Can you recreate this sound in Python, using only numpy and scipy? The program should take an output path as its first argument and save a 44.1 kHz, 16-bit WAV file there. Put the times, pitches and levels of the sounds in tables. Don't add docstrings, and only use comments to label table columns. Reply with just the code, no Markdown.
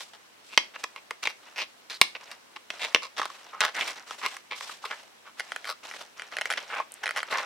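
import sys
import numpy as np
from scipy import signal
from scipy.fft import rfft, irfft, next_fast_len
from scipy.io import wavfile

SR = 44100
rng = np.random.default_rng(int(sys.argv[2]) if len(sys.argv) > 2 else 0)


def store_pcm(level_fs):
    pcm = np.round(np.clip(level_fs, -1, 1) * 32767).astype(np.int16)
    wavfile.write(sys.argv[1], SR, np.atleast_2d(pcm).T)


N = 328545
TIME = np.arange(N) / SR
RING_TIME = TIME[:1024]

BODY_HZ, EDGE_HZ = 1700, 4500
CUTOFF_HZ = 16700
CONTACT_HZ = 13000
LEAD_S = .0003

# [f/Hz, relative density level/dB]
AIR_SPECTRUM = [(50, -28), (120, -14.5), (220, -3), (400, -2.5), (800, -0.5), (2200, -4), (4000, -7),
                (8000, -13), (16000, -23.5)]
AIR_DB = -55.5
HUM_HZ, HUM_DB = 100, -87

# [delay t/s, left level/dB, right level/dB]
REFLECTIONS = [(0.0047, -19, -10.5), (0.013, -20.5, -27), (0.023, -27, -36.5)]
# [f/Hz, relative density level/dB]
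TAIL_SPECTRUM = [(60, -10.5), (300, 5.5), (1000, 0), (3000, 8), (7000, 4.5), (16000, -7.5)]
# [f/Hz, t60/s]
TAIL_T60 = [(100, 0.38), (1000, 0.28), (3000, 0.22), (8000, 0.26), (16000, 0.38)]

# [start t/s, length t/s, rustle level/dB, hiss level/dB]
SLIDES = [(0, 0.0067, -50.5, -41), (0.442, .14, -77, -58), (0.782, 0.014, -50.5, -52),
          (1.428, 0.068, -54.5, -64), (2.197, 0.13, -53, -63), (2.704, 0.22, -48, -53),
          (3.267, 0.14, -54, -56.5), (3.436, 0.37, -55.5, -81), (3.738, 0.17, -41, -44.5),
          (3.961, 0.021, -47, -63), (4.069, 0.07, -50, -50.5), (4.189, .16, -49, -48),
          (4.557, .17, -48.5, -44.5), (4.822, 0.21, -53, -54.5), (5.372, 0.32, -54, -57.5),
          (5.832, .19, -47, -51.5), (6.168, 0.099, -52, -63), (6.314, 0.33, -47, -57),
          (6.684, 0.096, -48.5, -51.5), (6.918, 0.093, -57.5, -82), (7.021, 0.29, -48.5, -67),
          (7.306, .1, -38, -45.5)]
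# [f/Hz, relative density level/dB]
RUSTLE_SPECTRUM = [(60, -24.5), (150, -22.5), (300, -12), (550, -0.5), (1100, 1.5), (1900, -0.5),
                   (3200, -1.5), (8000, -38.5)]
HISS_SPECTRUM = [(1500, -13.5), (3000, 10), (4500, 5), (6500, 4), (9500, -4.5), (12500, -13), (16000, -28)]
RUB_ATTACK_S, RUB_RELEASE_DB_PER_S = 0.016, 222
HOLD_DB, HOLD_WAVER_DB = -68.5, 2.5

# [start t/s, length t/s, rms level/dB]
EDGE_RASPS = [(1.898, 0.076, -44.5)]
# [t/s, peak level/dB]
STEEL_TOUCHES = [(6.9206, -24), (6.9403, -24)]

# [start t/s, swell t/s, fade t/s, level at the height/dB, body level/dB, edge level/dB]
BLADE_STROKES = [(0, 0.00099, 0.034, -36.5, -3.5, -5), (.131, 0.0046, 0.036, -44.5, -1, -5),
                 (.49, .052, 0.0064, -39.5, -6.5, -11), (.738, 0.021, .009, -37, -4, -13),
                 (.835, 0.0042, 0.0067, -22.5, -1, -12), (.962, 0.0078, 0.023, -41.5, -5, -19),
                 (1.226, 0.0052, .012, -27, -6, -7), (1.251, 0.0018, 0.024, -24, -8.5, -12.5),
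                 (1.275, 0.025, 0.029, -38.5, -4, -5), (1.56, 0.02, .05, -27.5, -7.5, -9),
                 (1.595, 0.025, .025, -27.5, -10, -11), (1.898, 0.0054, 0.069, -35.5, -5, -6),
                 (2.148, 0.0036, 0.019, -31.5, -7.5, -18), (2.315, 0.0022, 0.022, -41, 3, 1),
                 (2.559, 0.007, 0.0064, -32, -2.5, -12), (2.795, 0.053, 0.021, -25.5, -9, -11.5),
                 (3.018, 0.011, .045, -32.5, -1, -4.5), (3.166, 0.011, .085, -29, -2.5, -7),
                 (3.524, 0.0086, 0.075, -37.5, 10.5, -32), (3.606, 0.011, 0.079, -20, 2, -10),
                 (3.743, .044, 0.019, -28.5, -4.5, -29), (3.803, 0.012, 0.017, -23.5, -12, -19),
                 (3.862, 0.013, 0.051, -31, -4.5, -6.5), (4.215, 0.047, 0.015, -25, -0.5, -13),
                 (4.508, 0.0047, 0.042, -29, -7.5, -18.5), (4.848, 0.0071, .022, -30, -0.5, -8),
                 (4.9, 0.015, 0.038, -30.5, 1.5, -16), (5.246, 0.03, 0.026, -43, 4.5, -12),
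                 (5.384, .014, 0.011, -34.5, -3, -2.5), (5.66, .038, 0.029, -28.5, 4, -1.5),
                 (6.494, 0.015, 0.041, -34, -6, -6), (6.574, .005, 0.012, -23, -6, -12.5),
                 (6.699, 0.038, 0.019, -28.5, 1.5, -30), (6.749, 0.025, 0.052, -28.5, 1, -24),
                 (7.032, 0.0057, 0.013, -25, 2, -8.5), (7.158, .017, 0.033, -27.5, 4, -4.5),
                 (7.305, 0.03, 0.015, -30.5, 2.5, -43), (7.33, 0.019, 0.072, -25.5, 2.5, -19),
                 (7.419, 0.021, 0.021, -31.5, 6, -30)]
STROKE_DROP_DB = 14.5
FRACTURES_PER_S = 370
FLAP_HZ, FLAP_DB_PER_OCTAVE = 1730, 24

# [start t/s, number of jerks, first gap t/s, peak level of first jerk/dB]
STICK_SLIPS = [(5.3972, 2, .0074, -18), (5.5197, 2, .0423, -16.5), (5.6444, 2, .0088, -25),
               (5.6725, 4, .007, -27), (5.9123, 2, .0261, -25), (6.1962, 2, .0239, -22.5),
               (6.368, 2, .0179, -15.5), (6.412, 2, .0048, -16), (6.4562, 1, 0, -16),
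               (6.5024, 5, .006, -15), (7.058, 5, .0088, -14.5), (7.1626, 6, .005, -17.5),
               (7.2302, 1, 0, -17)]
JERK_GAP_GROWTH, JERK_LOSS_DB = 1.25, 0.56
# [f/Hz, bandwidth/Hz, relative level/dB]
PINCHED_MODES = [(514, 91, -10.5), (734, 127, -8), (1420, 224, -1), (1995, 203, 1), (2403, 78, -0.5),
                 (3070, 210, -6), (4280, 67, -8.5), (5150, 130, -12.5), (6870, 1000, -23.5),
                 (8500, 180, -17), (10440, 360, -19), (12300, 630, -57)]

# [t/s, peak level/dB, body level/dB, edge level/dB]
FRACTURES = [(0.544, -30, -8, -7), (0.5758, 3.5, -8.5, -8), (0.761, -24, 1, -23), (0.8394, -15.5, -5, 6),
             (0.9612, -25, -3, -15), (1.1083, -16, 0.5, -9), (1.238, -16, -5, -2.5),
             (1.2727, -7, -10.5, -15), (1.8987, -25, -17, -5.5), (2.0143, 4, -8.5, -6.5),
             (2.1514, -22.5, -12, -28), (2.3147, -25.5, -8, -4.5), (2.7032, -14.5, -8.5, -12),
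             (2.9468, 3.5, -10, -11.5), (2.9595, -11, -3, -21), (3.196, -13.5, 8, -14), (3.201, -21, 2, -6),
             (3.2159, -12.5, 9.5, -14), (3.2302, -17.5, 9, -7), (3.2549, -17, 7, -2.5),
             (3.3014, -28, 16, -8), (3.6058, -8, -4, -2), (3.61, -6, -20, -14), (3.65, -11.5, -1, -3),
             (3.81, -9.5, -13.5, -16), (4.1088, -19.5, 6, -4.5), (4.262, -10.5, -5, -7.5),
             (4.367, -21.5, 1.5, -3.5), (4.5162, -27, 3, -17), (4.609, -20, 3, -7), (4.6945, -27, 8.5, -13),
             (4.8405, -22.5, 23, -4), (4.91, -22, 0, -10), (6.8003, -14.5, 20, -6), (7.326, -13.5, 0, -36),
             (7.3843, -13.5, 3, -10)]
# [f/Hz, bandwidth/Hz, relative level/dB]
SHEET_MODES = [(70, 99, -30), (313, 136, -15), (517, 99, -6.5), (853, 333, -7.5), (1099, 192, -2),
               (1413, 447, -8), (2140, 340, -4.5), (2742, 270, -4.5), (3378, 467, -4), (4500, 1500, -7),
               (5660, 940, -6.5), (7800, 3000, -17.5), (10580, 400, -22.5), (13300, 2200, -31)]


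def from_db(db):
    return 10 ** (np.asarray(db) / 20)


def rms_one(x):
    return x / np.sqrt(np.mean(x ** 2) + 1e-20)


def at_hz(points, hz):
    f, value = np.transpose(points)
    return np.interp(np.log(hz), np.log(f), value)


def drift(rate):
    count = int(8 * rate) + 2
    return rms_one(np.interp(TIME * rate, np.arange(count), rng.standard_normal(count)))


def add(out, s, sound):
    at = max(round(s * SR), 0)
    out[:, at:at + sound.shape[1]] += sound[:, :N - at]


def highpass(x, hz, order):
    return signal.sosfilt(signal.butter(order, hz, "high", fs=SR, output="sos"), x)


def noise_bands(size):
    edges = np.geomspace(25, 17000, 20)
    white = rng.standard_normal((2, 2, size))
    for k, (low, high) in enumerate(zip(edges, edges[1:])):
        band_filter = signal.butter(2, [low, high], "band", fs=SR, output="sos")
        yield np.sqrt(low * high), signal.sosfilt(band_filter, white[k % 2])


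def coloured_noise(spectrum, patchy_db, alike):
    mid, side = sum(band * from_db(at_hz(spectrum, hz) + patchy_db * drift(40))
                    for hz, band in noise_bands(N))
    return rms_one(np.sqrt(1 + alike) * mid + np.sqrt(1 - alike) * side * [[1], [-1]])


def ring(modes, detune, vary_db, spread):
    hz, width, db = np.transpose(modes)[:, :, None]
    chance = rng.standard_normal((3, len(modes), 1))
    hz = hz * (1 + detune * chance[0])
    sign = (-1) ** np.arange(len(modes))[:, None]
    gain = width * from_db(db + vary_db * chance[1]) * sign

    lag_limit = spread / (2 * np.pi * np.sqrt(np.maximum(hz, BODY_HZ) * EDGE_HZ))
    lag = np.array([1, -1])[:, None, None] * lag_limit * np.tanh(chance[2])

    jw = 2j * np.pi * np.arange(len(RING_TIME) // 2 + 1) / len(RING_TIME) * SR
    peaks = gain * jw / (jw ** 2 + 2 * np.pi * width * jw + (2 * np.pi * hz) ** 2)
    rings = irfft(np.sum(peaks * np.exp(-jw * (lag + LEAD_S)), axis=1))
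    return signal.sosfilt(signal.butter(2, CONTACT_HZ, fs=SR, output="sos"), rings)


def recolour(x, body_db, edge_db):
    size = next_fast_len(x.shape[1] + 256)
    spectrum = rfft(x, size)
    hz = np.arange(size // 2 + 1) * SR / size + 1
    band = np.digitize(hz, [BODY_HZ, EDGE_HZ])
    for _ in range(2):
        power = np.sum(np.abs(spectrum) ** 2, axis=0)
        now_db = 10 * np.log10(np.bincount(band, power))
        tilt_db = np.array([body_db, 0, edge_db]) - now_db + now_db[1]
        tilt = list(zip([250, 1200, 2500, 7000], [0, *tilt_db]))
        spectrum = spectrum * from_db(at_hz(tilt, hz))
    return irfft(spectrum, size)[:, :x.shape[1]]


def flap_pitch(body_db):
    return np.clip(FLAP_HZ * 2 ** (-body_db / FLAP_DB_PER_OCTAVE), 600, 4500)


def flap(x, hz, boost_db, q):
    b, a = signal.iirpeak(hz, q, fs=SR)
    return x + (from_db(boost_db) - 1) * signal.lfilter(b, a, x)


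def room_air():
    return from_db(AIR_DB) * coloured_noise(AIR_SPECTRUM, patchy_db=0.7, alike=-0.12)


def mains_hum():
    return from_db(HUM_DB) * rms_one(np.sin(2 * np.pi * HUM_HZ * TIME))


def workshop(x, tail_db, build_s):
    t = TIME[:SR * 3 // 4]
    tail = sum(band * from_db(at_hz(TAIL_SPECTRUM, hz) - 60 * t / at_hz(TAIL_T60, hz))
               for hz, band in noise_bands(len(t)))
    tail = rms_one(tail * (1 - np.exp(-t / build_s)))
    response = from_db(tail_db) * tail / np.sqrt(len(t))
    for delay, left_db, right_db in REFLECTIONS:
        response[:, round(delay * SR)] += from_db([left_db, right_db])
    return signal.fftconvolve(x, response, axes=1)[:, :N]


def sliding():
    rustle, hiss = np.zeros((2, N))
    for start, length, rustle_db, hiss_db in SLIDES:
        attack = np.clip((TIME - start) / RUB_ATTACK_S + .5, 0, 1)
        envelope = attack * from_db(-RUB_RELEASE_DB_PER_S * np.clip(TIME - start - length, 0, 1))
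        rustle = rustle + from_db(rustle_db) * envelope
        hiss = hiss + from_db(hiss_db) * envelope
    hold = from_db(HOLD_DB + HOLD_WAVER_DB * drift(17))
    return np.hypot(rustle, hold), hiss


def rubbing(rustle_db, hiss_db, scratch_db, scratches_per_s):
    rustle, hiss = sliding()
    grip_db = 2.7 * drift(150)
    sizes = from_db(2.6 * rng.standard_normal(N).clip(-2, 2))
    catches = (rng.random(N) < scratches_per_s / SR) * sizes
    scratch = ring(SHEET_MODES, detune=0.016, vary_db=4.5, spread=1.0)
    scratches = rms_one(signal.oaconvolve(catches[None], scratch)[:, :N])
    dull = coloured_noise(RUSTLE_SPECTRUM, patchy_db=2.0, alike=0.78)
    bright = coloured_noise(HISS_SPECTRUM, patchy_db=1.0, alike=0.098)
    return (rustle * from_db(rustle_db + grip_db) * dull
            + hiss * from_db(hiss_db + grip_db) * bright
            + rustle * from_db(scratch_db) * scratches)


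def rasps(hz, width_hz, catches_per_s, fade_db):
    out = np.zeros((2, N))
    for start, length, db in EDGE_RASPS:
        size = round(length * SR)
        fade = from_db(np.linspace(0, -fade_db, size))
        catches = (rng.random(size) < catches_per_s / SR) * rng.standard_normal(size) * fade
        catch = ring([(hz, width_hz, 0)], detune=0, vary_db=0, spread=0.284)
        rasp = signal.fftconvolve(catch, catches[None])
        add(out, start, from_db(db) * rms_one(rasp))
    return out


def blade_ticks(hz, width_hz, lowest_hz):
    out = np.zeros((2, N))
    for s, db in STEEL_TOUCHES:
        tick = ring([(hz, width_hz, 0)], detune=.03, vary_db=0, spread=.3)
        tick = highpass(tick, lowest_hz, order=2)
        add(out, s - LEAD_S, from_db(db) * tick / np.abs(tick.mean(0)).max())
    return out


def crunch(size_db, grind_db, level_db, flap_db, flap_q):
    out = np.zeros((2, N))
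    for start, swell, fade, db, body_db, edge_db in BLADE_STROKES:
        t = TIME[:round((swell + fade) * SR) + 2]
        gaps = rng.gamma(2, .5, 200)
        sizes = rng.normal(0, 1, 200).clip(-2, 1.5)
        at = ((np.cumsum(gaps) - gaps[0]) * SR / FRACTURES_PER_S).astype(int)
        spot = np.arange(len(at)) % 3
        inside = at < len(t)

        force = from_db(grind_db) * rng.standard_normal((3, len(t)))
        force[spot[inside], at[inside]] += from_db(size_db * sizes[inside])
        pressure = from_db(np.interp(t, [0, swell, t[-1]], [-STROKE_DROP_DB, 0, -STROKE_DROP_DB]))

        grains = sum(signal.fftconvolve(ring(SHEET_MODES, detune=0.061, vary_db=3.0, spread=0.57),
                                        (spot_force * pressure)[None]) for spot_force in force)
        grains = highpass(grains, 520, order=1)
        grains = flap(grains, flap_pitch(body_db), flap_db, flap_q)
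        grains = recolour(grains, body_db, edge_db)
        level = np.sqrt(2 * np.sum(pressure ** 2) / np.sum(grains ** 2))
        add(out, start - LEAD_S, from_db(db + level_db) * grains * level)
    return out


def slips(level_db):
    out = np.zeros((2, N))
    for s, count, gap, db in STICK_SLIPS:
        for k in range(count):
            tick = ring(PINCHED_MODES, detune=.05, vary_db=3, spread=.25)
            tick = tick / np.abs(tick.mean(0)).max()
            add(out, s - LEAD_S, from_db(db + level_db - JERK_LOSS_DB * k) * tick)
            s += gap * JERK_GAP_GROWTH ** k
    return out


def cracks(level_db, tear_db, tear_s):
    out = np.zeros((2, N))
    for s, db, body_db, edge_db in FRACTURES:
        snap = ring(SHEET_MODES, detune=0.011, vary_db=3.5, spread=0.14)
        for _ in range(3):
            force = from_db(tear_db) * rng.standard_normal(len(RING_TIME)) * np.exp(-RING_TIME / tear_s)
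            spot_ring = ring(SHEET_MODES, detune=0.054, vary_db=1.5, spread=0.4)
            snap = snap + signal.fftconvolve(spot_ring, force[None])[:, :len(RING_TIME)]
        snap = flap(snap, flap_pitch(body_db), boost_db=7, q=1.9)
        snap = recolour(snap, body_db, edge_db)
        add(out, s - LEAD_S, from_db(db + level_db) * snap / np.abs(snap.mean(0)).max())
    return out


def scene():
    air = room_air()
    hum = mains_hum()
    rub = rubbing(rustle_db=0.5, hiss_db=-0.5, scratch_db=-8, scratches_per_s=68)
    cutting = (rasps(hz=4150, width_hz=660, catches_per_s=1500, fade_db=4)
               + blade_ticks(hz=8600, width_hz=1500, lowest_hz=6500)
               + crunch(size_db=3.0, grind_db=-35, level_db=-1.28, flap_db=2, flap_q=4.5)
               + slips(level_db=0.26)
               + cracks(level_db=-2.96, tear_db=-22.5, tear_s=0.0025))
    handling = cutting + workshop(cutting, tail_db=-16.0, build_s=0.001) + rub
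    pan_db = -0.1 * np.array([[.5], [-.5]])
    return handling * from_db(pan_db) + air + hum


def record(dry):
    top_cut = signal.cheby2(16, 70, CUTOFF_HZ, fs=SR, output="sos")
    return signal.sosfilt(top_cut, np.clip(dry, -1, 1))


dry = scene()
out = record(dry)
store_pcm(out)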